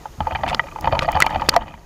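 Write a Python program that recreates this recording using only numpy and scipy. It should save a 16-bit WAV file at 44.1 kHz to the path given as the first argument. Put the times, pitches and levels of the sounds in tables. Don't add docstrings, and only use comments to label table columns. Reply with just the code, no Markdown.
import sys
import numpy as np
from scipy import signal
from scipy.fft import rfft, irfft
from scipy.io import wavfile
from scipy.ndimage import uniform_filter1d

SR = 44100
rng = np.random.default_rng(int(sys.argv[2]) if len(sys.argv) > 2 else 0)


def invert_db(level):
    return 10 ** (np.asarray(level, dtype=float) / 20)


def to_wav(s):
    ch = np.atleast_2d(s).T
    pcm = np.round(np.clip(ch, -1, 1) * 32767)
    wavfile.write(sys.argv[1], SR, pcm.astype(np.int16))


N = 81585

WOOD_SMEAR, SHELL_SMEAR = 0.007, 0.025
SCATTER_DB, DETUNE = 4, 0.02
SPOT_DB = 14
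STAGGER = 1.2
ROUGH, ROUGH_RISES = 0.2, 0.0015 / 0.0011
HARD_TOP_HZ = 2220


def add(out, t, x):
    i = max(int(t * SR), 0)
    out[i:i + len(x)] += x[:N - i]


def coloured(points):
    hz, db = np.array(points).T
    bin_hz = np.fft.rfftfreq(N, 1 / SR)
    gain = invert_db(np.interp(np.log(bin_hz + 1), np.log(hz), db))
    x = irfft(rfft(rng.standard_normal(N)) * gain, N)
    return x / x.std()


def blow(modes, db, contact_s, chance, ring_s, tilt=0., spot_hz=0., scatter_db=SCATTER_DB,
         top_hz=SR / 2, smear=WOOD_SMEAR):
    hz, gain_db, t60 = np.array(modes).T
    first_hz, k = hz[0], len(hz)
    level_luck, pitch_luck, phase_luck, start_luck = chance[:4 * k].reshape(4, k)
    rough_luck = chance[4 * k:]

    gain_db = gain_db + tilt * np.log2(np.minimum(hz, top_hz) / first_hz) + scatter_db * level_luck
    nominal_hz = hz
    hz = hz * (1 + DETUNE * pitch_luck)
    width_hz = smear * hz ** 2 / 1000
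    if spot_hz:
        near = np.argmin(np.abs(np.log(nominal_hz / spot_hz)))
        hz[near] = spot_hz
        gain_db[near] = SPOT_DB + tilt * np.log2(spot_hz / first_hz)
        width_hz[near] = 0

    t = np.arange(int(ring_s * SR)) / SR
    late = STAGGER * contact_s * np.abs(start_luck)
    late[np.argmax(gain_db)] = 0
    since = np.maximum(t - late[:, None], 0)

    phase = 2 * np.pi * (np.outer(hz, t) + phase_luck[:, None])
    drift = uniform_filter1d(rng.standard_normal(phase.shape), size=8).cumsum(axis=1)
    phase = phase + np.sqrt(2 * np.pi * width_hz / SR)[:, None] * drift

    rise = np.sin(np.pi / 2 * np.minimum(since / contact_s, 1)) ** 2
    decay = np.exp(-np.log(1000) * since / t60[:, None])
    wobble = np.interp(t / (ROUGH_RISES * contact_s), np.arange(len(rough_luck)), rough_luck)
    x = invert_db(gain_db) @ (np.sin(phase) * rise * decay) * np.exp(ROUGH * wobble)
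    return x * invert_db(db) / np.abs(x).max()


# (lower edge [Hz], upper edge [Hz])
WOOD_BAND = [480, 5400]


def along_bars(x):
    return signal.sosfilt(signal.butter(5, WOOD_BAND, "band", fs=SR, output="sos"), x)


# (frequency [Hz], relative level [dB], 60 dB decay time [s])
BAR_MODES = [(535, -7.5, 0.082), (624, -7, 0.057), (698.5, -5.5, 0.051), (766.6, -0.5, 0.038),
             (864, -3, 0.048), (914.6, 4.5, 0.033), (1231, 0.5, 0.038), (1698, -2, 0.013),
             (1953, -5.5, 0.027), (2442, -6.5, 0.029), (3041, -7.5, 0.024), (3604, -14.5, 0.012),
             (4550, -17, 0.023)]
# (time [s], peak level [dB], pitch favoured by the struck spot [Hz], hardness [dB per octave])
CLUMPS = [(0.055, -17.5, 858, 0), (0.204, -8.5, 854, 3.5), (0.269, -9.5, 881, -4.5), (0.308, -15.5, 680, 5),
          (0.32, -14, 887, 2.5), (0.349, -11.5, 784, 6), (0.355, -10.5, 876, 13), (0.434, -8.5, 771, 5.5),
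          (0.463, -14, 717, 7.5), (0.477, -15, 950, 1), (0.513, -13.5, 728, -9), (0.528, -10.5, 887.5, 8),
          (0.594, -1, 1937, 4.5), (0.637, -23, 558, 5.5), (0.668, -26.5, 880, 7), (0.685, -27, 1220, 7),
          (0.714, -31.5, 2480, 2), (0.722, -27, 1184, -7), (0.759, -16.5, 885, 2), (0.786, -19.5, 844, -2),
          (0.843, -10, 805.5, 1), (0.854, -14.5, 844, 7.5), (0.873, -4.5, 903, -1.5), (0.892, -21, 890, 2),
          (0.924, -5.5, 572, 6), (0.93, -6, 647, 1), (0.95, -10, 965, 3), (0.968, -12.5, 888, -6),
          (1.022, -11, 1174, -11.5), (1.045, -13.5, 642, 5), (1.079, -10, 682, -15), (1.086, -6.5, 860, 1),
          (1.126, -17, 912, 10.5), (1.151, -9.5, 751, 2.5), (1.163, -5.5, 817.4, 1), (1.17, -5, 867, 1),
          (1.202, -6, 1294, 15.5), (1.242, -12.5, 882, -1.5), (1.264, -3.5, 897, 9.5), (1.306, -11, 857, 5),
          (1.327, -18, 851, -1), (1.345, -14.5, 880, 10.5), (1.357, -9, 753, 6), (1.396, -17.5, 1220, 9),
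          (1.418, -9, 883, 5.5), (1.432, -18.5, 943, -18), (1.538, -10.5, 992, -5), (1.553, -11, 876, -6),
          (1.563, -1, 694.4, -3.5), (1.618, -20.5, 887, 5.5), (1.679, -24.5, 966, 12),
          (1.739, -27.5, 935, 2.5)]


def knocks():
    out, chances = np.zeros(N), rng.standard_normal((len(CLUMPS), 150))
    rise_s = 0.0011
    for (t, db, spot_hz, hardness), chance in zip(CLUMPS, chances):
        add(out, t, blow(BAR_MODES, db, rise_s, chance, 0.1, hardness, spot_hz, top_hz=HARD_TOP_HZ))
    return along_bars(out)


# (frequency [Hz], relative level [dB], 60 dB decay time [s])
SHELL_MODES = [(317, -13, 0.0046), (1313, 2.5, 0.0064), (1950, -9.5, 0.022), (2506, 10, 0.0018),
               (3520, 7.5, 0.0027), (4414, -1.5, 0.014), (5260, 2, 0.0076), (6770, -11, 0.0096),
               (9430, -0.5, 0.0012), (12830, -14.5, 0.0047)]
# (time [s], peak level [dB], hardness [dB per octave])
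SHELL_STRIKES = [(0.5463, -4.5, -5), (0.8096, -26, 30.5), (0.9918, -1, -6), (1.1184, -22, 18),
                 (1.2028, -11.5, 23), (1.2143, -7.5, -7), (1.222, 7, -5.5), (1.263, -21, 16),
                 (1.2644, -11.5, -7), (1.17, -33, 13), (1.412, -27, 0), (1.3025, -34.5, 20),
                 (1.4878, 0, -8.5), (1.4911, 4, 4), (1.5632, -5, 1.5)]


def ticks():
    out, chances = np.zeros(N), rng.standard_normal((len(SHELL_STRIKES), 300))
    rise_s = 0.0004
    for (t, db, hardness), chance in zip(SHELL_STRIKES, chances):
        x = blow(SHELL_MODES, db, rise_s, chance, 0.023, hardness, top_hz=9300, smear=SHELL_SMEAR)
        add(out, t, x)
    return out


# (time [s], level [dB])
STIR_CURVE = [(0, -46), (.17, -53), (.21, -37.5), (.4, -31.5), (.5, -23), (.6, -36), (.75, -41), (.86, -23),
              (1.2, -26), (1.56, -27.5), (1.7, -39), (1.85, -52.5)]


def patter():
    count = 900
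    above_stir_db, spread_db = 6.5, 32.5
    rise_s, hardness, scatter_db = 0.0015, 0.077, 8
    out, chances = np.zeros(N), rng.standard_normal((count, 250))
    luck = rng.random((count, 2))
    for k, (chance, (when, weakness)) in enumerate(zip(chances, luck)):
        t = (k + when) / count * N / SR
        db = np.interp(t, *np.array(STIR_CURVE).T) + above_stir_db - spread_db * weakness
        x = blow(BAR_MODES, db, rise_s, chance, 0.012, hardness, 0., scatter_db, HARD_TOP_HZ)
        add(out, t, x)
    return along_bars(out)


# (frequency [Hz], relative level [dB], 60 dB decay time [s])
BOX_MODES = [(43, 2.5, 0.028), (77.3, -3, 0.16), (118.4, -5, 0.06), (149, -1, 0.035), (210.9, -7.5, 0.055),
             (299.3, -5.5, 0.022)]
# (time [s], peak level [dB])
LOADS = [(0.177, -27.5), (0.202, -18), (0.317, -22.5), (0.849, -22.5), (0.918, -18), (1.149, -17),
         (1.349, -19)]


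def thumps():
    out, chances = np.zeros(N), rng.standard_normal((len(LOADS), 150))
    rise_s = 0.0092
    for (t, db), chance in zip(LOADS, chances):
        add(out, t, blow(BOX_MODES, db, rise_s, chance, 0.25))
    return out


def shaking(t):
    calm_db, share = -56, 0.73
    stir_db = np.interp(t, *np.array(STIR_CURVE).T)
    out = 0
    for hz, db, t60 in BOX_MODES:
        pole = np.exp(2j * np.pi * hz / SR - np.log(1000) / (t60 * SR))
        once = signal.lfilter([1], [1, -pole], rng.standard_normal(N))
        ring = signal.lfilter([1], [1, -pole], once).imag
        out = out + invert_db(db) * ring / ring.std()
    return out * invert_db(calm_db + share * (stir_db - stir_db.min()))


# (centre time [s], length [s], level [dB])
SWELLS = [(0.494, 0.014, -26), (1.029, 0.011, -28.5), (1.543, 0.0067, -29.5)]
# (frequency [Hz], relative level [dB per Hz])
SCRAPE_SPECTRUM = [(600, 5), (2500, 11.5), (4500, 0), (7000, -8.5), (15000, -28)]


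def rustle(t):
    steps = rng.standard_normal(N // 64 + 1)
    grain = invert_db(4.0 * np.repeat(steps, 64)[:N])
    swell = sum(invert_db(db) * np.exp(-0.5 * ((t - centre) / (length / 1.43)) ** 2)
                for centre, length, db in SWELLS)
    return coloured(SCRAPE_SPECTRUM) * grain * swell


# (frequency [Hz], relative level [dB per Hz])
AIR_SPECTRUM = [(20, -6), (60, -1), (150, -27), (377, -13), (560, -18), (3500, -32.5), (5900, -31),
                (6700, -28), (7800, -40), (15200, -39.5), (15600, -64)]


def air(t):
    x = coloured(AIR_SPECTRUM) * invert_db(-43.5)
    rumble = uniform_filter1d(x, size=200)
    hiss = x - rumble
    sinks_s, sinks_db = 1.58, -6.5
    return rumble + hiss * invert_db(sinks_db * (t > sinks_s))


def scene():
    t = np.arange(N) / SR
    bees = knocks() + ticks()
    box = thumps() + shaking(t)
    return (bees + box + rustle(t) + air(t) + patter())[None]


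def roll_off(x):
    return signal.sosfilt(signal.butter(12, 16510, fs=SR, output="sos"), x)


def record(dry):
    x = signal.sosfilt(signal.butter(2, 20, "high", fs=SR, output="sos"), dry)
    x = np.clip(x, -0.92, 0.92)
    x = signal.sosfilt(signal.ellip(6, 0.3, 50, 16300, fs=SR, output="sos"), x)
    return roll_off(x)


dry = scene()
out = record(dry)
to_wav(out)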